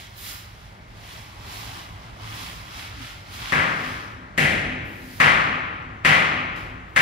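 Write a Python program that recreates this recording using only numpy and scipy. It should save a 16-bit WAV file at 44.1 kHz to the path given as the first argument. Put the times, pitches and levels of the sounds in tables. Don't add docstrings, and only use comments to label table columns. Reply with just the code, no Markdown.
import sys
import numpy as np
from scipy import signal
from scipy.fft import rfft, irfft, next_fast_len
from scipy.io import wavfile
from scipy.ndimage import uniform_filter1d

SR = 44100
rng = np.random.default_rng(int(sys.argv[2]) if len(sys.argv) > 2 else 0)


def how_loud(loudness_db):
    steps = np.asarray(loudness_db, float) / 20
    return 10 ** steps


def to_wav(sig):
    pcm = np.clip(np.atleast_2d(sig), -1, 1) * 32767
    pcm = np.round(pcm).astype(np.int16)
    wavfile.write(sys.argv[1], SR, pcm.T)


N = 309141
GRID = next_fast_len(N + 2 * SR)
HZ = np.fft.rfftfreq(GRID, 1 / SR)


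def unit(x):
    return x / np.sqrt(np.mean(x ** 2) + 1e-20)


def along(points, hz, axis=1):
    rows = np.transpose(points)
    return np.interp(np.log(hz + 1), np.log(rows[0] + 1), rows[axis])


def curves(rows):
    s, *columns = np.transpose(rows)
    return [np.interp(np.arange(N) / SR, s, column) for column in columns]


def filtered(x, response):
    return irfft(rfft(x, GRID) * response, GRID)[..., :N]


def resonances(modes):
    total = 0
    for k, (centre, width, db) in enumerate(modes):
        damping = 1j * HZ * width
        total = total + (-1) ** k * how_loud(db) * damping / (centre ** 2 - HZ ** 2 + damping)
    return total


def causal(gain):
    cepstrum = irfft(np.log(gain + 1e-6), GRID)
    cepstrum[1:GRID // 2] *= 2
    cepstrum[GRID // 2 + 1:] = 0
    return np.exp(rfft(cepstrum))


def patchy(depth_db):
    z = signal.stft(rng.standard_normal((2, N)), nperseg=512)[2]
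    field = uniform_filter1d(rng.standard_normal(z.shape[1:]), size=6, axis=0)
    field = uniform_filter1d(field, size=10, axis=1)
    return signal.istft(z * how_loud(depth_db * unit(field)), nperseg=512)[1][:, :N]


def leftward(field, share):
    return np.array([field[0], field[1] + share * field[0]])


# (frequency [Hz], t60 [s])
ROOM_T60 = [(100, 0.87), (300, 2.3), (600, 1.36), (1200, 1.666), (1900, 1.365), (2900, 1.36), (4850, 0.97),
            (8000, 0.72), (15000, 0.51)]


def tail(faster):
    _, t, z = signal.stft(rng.standard_normal((2, 2 * SR)), SR, nperseg=512)
    decay_db = -60 * faster * t / along(ROOM_T60, np.fft.rfftfreq(512, 1 / SR))[:, None]
    return signal.istft(z * how_loud(decay_db), SR, nperseg=512)[1][:, :2 * SR]


# (peak [s], rise [s], fall [s], board level [dB], sand hiss over board [dB])
STROKES = [(0.0, .05, 0.093, -46.5, -6), (.18, 0.015, 0.069, -66, 10), (.285, 0.087, .12, -44, 1.5),
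           (.62, 0.33, 0.21, -56.5, -8), (1.13, 0.16, 0.2, -47.5, -6), (1.56, 0.13, 0.28, -43, -5),
           (1.78, 0.067, 0.081, -53.5, -9), (2.05, 0.079, 0.1, -55, -15), (2.224, 0.019, 0.14, -51.5, -20),
           (2.41, 0.16, 0.24, -42.5, -5.5), (2.8, 0.09, .13, -42.5, -8), (3.05, 0.087, 0.17, -44, -9),
           (3.36, 0.068, 0.13, -47, -3), (3.5, 0.1, 0.22, -38.5, -13.5), (3.88, 0.16, 0.21, -44, -9.5),
           (4.87, 0.03, 0.25, -72.5, 6), (5.2, 0.23, 0.061, -53, 0), (5.826, .004, .006, -67, -6),
           (6.565, 0.013, 0.14, -52, -7), (6.908, 0.031, .01, -72, 0), (6.95, 0.027, 0.033, -70, 1)]


def strokes(swing, sandy):
    fade_db, roundness = 12, 1.49
    t = np.arange(0, N / SR + .002, .001)
    swell = 0
    for peak, rise, fall, db, sand_db in STROKES:
        distance = np.abs(t - peak) / np.where(t < peak, rise, fall)
        swell = swell + how_loud(db + sandy * sand_db - swing * fade_db * distance ** roundness)
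    return np.interp(np.arange(N) / SR, t, swell)


def grit(spread_db, share):
    crushed = rng.random(N) < .08
    sizes = how_loud(spread_db * np.minimum(rng.exponential(size=N), 4)) * crushed
    return share * unit(sizes * rng.standard_normal((2, N))) + patchy(depth_db=.7)


def rubbed(response, spread_db, share):
    return unit(filtered(grit(spread_db, share), response))


# (frequency [Hz], width [Hz], level [dB])
BOARD = [(1960, 790, -1.5), (3080, 770, 1), (3500, 580, -1)]


def board():
    return strokes(swing=0.75, sandy=0) * rubbed(resonances(BOARD), spread_db=7, share=0.65)


# (frequency [Hz], width [Hz], level [dB])
EDGE = [(3830, 1140, 1.5), (5460, 1800, -2.5)]


def edge():
    return how_loud(-0.5) * strokes(swing=0.81, sandy=0.47) * rubbed(resonances(EDGE), spread_db=3.0, share=0.87)


# (frequency [Hz], width [Hz], level [dB])
LOW_BOARD = [(270, 68, 1), (470, 50, -8), (775, 270, -6)]
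FLEX_HZ = (812, 1115, 1340)
# (time [s], low notes over board [dB], bending note [Hz])
WEIGHT = [
    (0, -14, 930),
    (.3, -8, 1280),
    (.9, -5, 980),
    (1.9, -0.5, 1000),
    (2.3, -3, 1050),
    (2.6, -5, 1120),
    (3.0, -8.5, 1310),
    (3.5, -5.5, 1214),
    (3.7, -32, 1250),
]


def low_notes():
    low_db, flex_hz = curves(WEIGHT)
    flex = 0
    for hz in FLEX_HZ:
        closeness = np.exp(-((flex_hz - hz) / 190) ** 2)
        flex = flex + closeness * rubbed(resonances([(hz, 330, 0)]) ** 2, spread_db=3.0, share=0.2)
    body = rubbed(resonances(LOW_BOARD), spread_db=4.5, share=0.29)
    return how_loud(low_db) * strokes(swing=0.55, sandy=0) * (0.7 * flex + 0.6 * body)


# (frequency [Hz], level per Hz [dB])
SAND = [(4000, -48), (6500, 4), (8000, 1), (12000, 3.5), (15500, 1.5)]


def sand():
    hiss = rubbed(how_loud(along(SAND, HZ)), spread_db=7.0, share=0.3)
    dust = filtered(hiss, 1 / (1 + (11500 / (HZ + 1)) ** 8))
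    coarse = strokes(swing=0.94, sandy=0.88) * (hiss - dust)
    return coarse + how_loud(1.5) * strokes(swing=1.05, sandy=1.78) * dust


def scraping():
    near = board() + edge() + low_notes() + sand()
    walls = tail(faster=3.3)
    blur = filtered(near, rfft(walls / np.linalg.norm(walls[0]), GRID))
    return near + how_loud(-9.5) * blur


# (frequency [Hz], level per Hz [dB])
SITE = [(24, -7), (40, -2), (71, -3), (103, -0.5), (273, -14.5), (522, -18.5), (577, -14.5), (949, -17),
        (1130, -21), (2160, -17), (2450, -27), (3930, -32.5), (15500, -60.5)]
# (frequency [Hz], width [Hz], level [dB])
BOOM = [(53.3, 25, 1), (109.5, 6.8, 6.5), (176, 17, -3.5)]
# (time [s], level [dB])
RUMBLE = [(0.0, -47), (0.27, -46.5), (1.93, -43.5), (4.18, -44.5), (4.55, -38), (5.08, -46), (5.45, -37.5),
          (5.66, -43), (6.17, -44.5), (6.62, -41), (7.01, -45)]


def site():
    colour = how_loud(along(SITE, HZ)) * (1 + np.abs(resonances(BOOM)))
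    rumble_db, = curves(RUMBLE)
    return how_loud(rumble_db + 2.0) * unit(filtered(patchy(depth_db=1.44), colour))


# (time [s], level [dB], frequency [Hz], t60 [s])
KNOCKS = [
    (1.46, -48, 390, 0.26),
    (2.965, -37, 276, 0.11),
    (3.0, -31.5, 260, 0.14),
    (5.824, -58, 5760, .02),
    (6.561, -36, 5100, 0.0087),
]


def knocks():
    t = np.arange(SR // 2) / SR
    sound = np.zeros((2, N + SR))
    for s, db, hz, t60 in KNOCKS:
        waver = np.cumsum(rng.normal(0, 0.026, (2, len(t))), axis=1)
        tone = np.sin(2 * np.pi * hz * t + waver)
        onset = 1 - np.exp(-t * hz / 2)
        start = round(s * SR)
        sound[:, start:start + len(t)] += how_loud(db - 60 * t / t60) * tone * onset
    return sound[:, :N]


# (frequency [Hz], level per Hz [dB])
BLOW = [(35, -36), (60, -5.5), (400, -12), (700, -8), (950, -9), (1250, -5.5), (1550, -2.5), (1850, 5.5),
        (2350, 2), (3100, -6), (3700, -11), (7800, -26), (9500, -26), (15500, -37)]
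# (frequency [Hz], width [Hz], level [dB])
RING = [(158, 26, 12), (215, 15, 3), (295, 30, 0), (590, 50, 3), (775, 30, 2)]


def blow_colour(thump_db, mid_db, hardness):
    crack_db = 4 - 0.57 * mid_db
    tilt = [(300, thump_db), (700, 0.2 * thump_db), (1150, mid_db), (1700, 0), (4500, 0), (9000, crack_db)]
    wall = (1 + np.abs(resonances(RING))) / 2
    return causal(how_loud(along(BLOW, HZ / hardness) + along(tilt, HZ)) * wall)


# (time after first arrival [s], level [dB])
ECHOES = [(.008, 6.9), (.0132, 6.6), (.0176, 7.5), (.0342, 5.5), (.0448, 7.5), (.0613, 6), (.0693, 4.7),
          (.0753, 7), (.0846, 6.5), (.0877, 4.8), (.1025, 3.5)]
# (first [s], last [s])
WEAK_S = (.022, .16)


def echoes():
    late = np.linspace(0, 1, num=19) + rng.normal(0, .012, size=19)
    weak = zip(WEAK_S[0] + late * (WEAK_S[1] - WEAK_S[0]), 1 - 0.5 * late)
    walls = np.zeros((2, 2 * SR))
    for s, db in [(.002, 3.9), *ECHOES, *weak]:
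        right = 0.69 + rng.normal(0, .12)
        walls[:, round((s + .0055) * SR)] = how_loud(db) * np.array([1, right])
    return walls


# (frequency [Hz], width [Hz], level [dB])
CHISEL = [(1610, 36, -1), (2006, 7.3, 12), (2076, 12, 7), (2240, 18, -3)]
# (frequency [Hz], level [dB], t60 [s])
BEAT = [(251.2, -26, 2.6), (254, -23, 2.6), (256.8, -25, 2.6)]
# (time [s], level [dB], thump [dB], mid [dB], hardness [pitch ratio])
BLOWS = [
    (3.521, -23.5, 4, 6, 0.95),
    (4.3771, -21.5, 6, -4, 1.012),
    (5.2005, -18, -0.5, 6.5, 0.99),
    (6.048, -18, 0, 4.5, 1.035),
    (6.9616, -18, -5, 1, 0.95),
]


def hammer():
    lead_in = .006
    t = np.arange(2 * SR) / SR - lead_in
    fill = np.where(t > 0, 1 - .45 * np.exp(-np.abs(t) / .08), .03)
    path = tail(faster=1.0)
    for hz, db, t60 in BEAT:
        path = path + how_loud(db - 60 * t / t60) * np.cos(2 * np.pi * hz * t) * [[1], [.3]]
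    walls = how_loud(10.5) * rfft(echoes(), GRID) * resonances([(1900, 4000, 0)]) ** 2
    walls = walls * (1 + resonances(CHISEL))
    sound = np.zeros((2, N))
    for s, db, thump_db, mid_db, hardness in BLOWS:
        own = tail(faster=1.24)
        answer = rfft(fill * (path + .5 * own), GRID) + walls
        delay = np.exp(-2j * np.pi * HZ * (s - lead_in))
        blow = blow_colour(thump_db, mid_db, hardness)
        sound += how_loud(db + 19.0) * irfft(answer * delay * blow, GRID)[:, :N]
    return leftward(sound, share=0.022)


def scene():
    return leftward(scraping() + site(), share=-0.24) + knocks() + hammer()


def roll_off(x):
    return signal.sosfilt(signal.butter(12, 15800, fs=SR, output="sos"), x)


# (frequency [Hz], likeness [0-1], right leads [rad], left over right [dB])
PORTS = [(60, .95, 0, -1.5), (170, .95, .15, .5), (350, .76, .5, 2), (700, .62, 1.5, 1.5),
         (1000, .6, 2.35, 2.5), (1400, .66, 2.5, 4.5), (1700, .35, 1.8, 5.5), (2050, .54, .7, 3.5),
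         (2700, .28, .35, 1), (3800, .48, -.1, -1), (5200, .25, .8, -6), (7000, .2, 2.8, -3),
         (9000, .05, 3, -1), (15000, .05, 3, -7)]
# (low [Hz], high [Hz])
BAND_HZ = (33, 15650)


def record(dry):
    alike = np.clip(along(PORTS, HZ), 0, 1)
    lead = along(PORTS, HZ, axis=2)
    balance_db = along(PORTS, HZ, axis=3)
    left, right = how_loud(balance_db / 2), how_loud(-balance_db / 2)
    turn = np.arccos(alike) / 2
    common, apart = rfft(dry, GRID) * [np.cos(turn), np.sin(turn)]
    mean = np.sqrt(left ** 2 + right ** 2 + 2 * alike * np.cos(lead)) / 2
    left_port = left * np.exp(-.5j * lead) * (common + apart) / mean
    right_port = right * np.exp(.5j * lead) * (common - apart) / mean
    band = (HZ < BAND_HZ[1]) / (1 + (BAND_HZ[0] / (HZ + 1)) ** 5)
    mix = irfft(np.array([left_port, right_port]) * band, GRID)[:, :N]
    mix = mix / (1 + np.abs(mix / .95) ** 6) ** (1 / 6)
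    return roll_off(mix)


dry = scene()
out = record(dry)
to_wav(out)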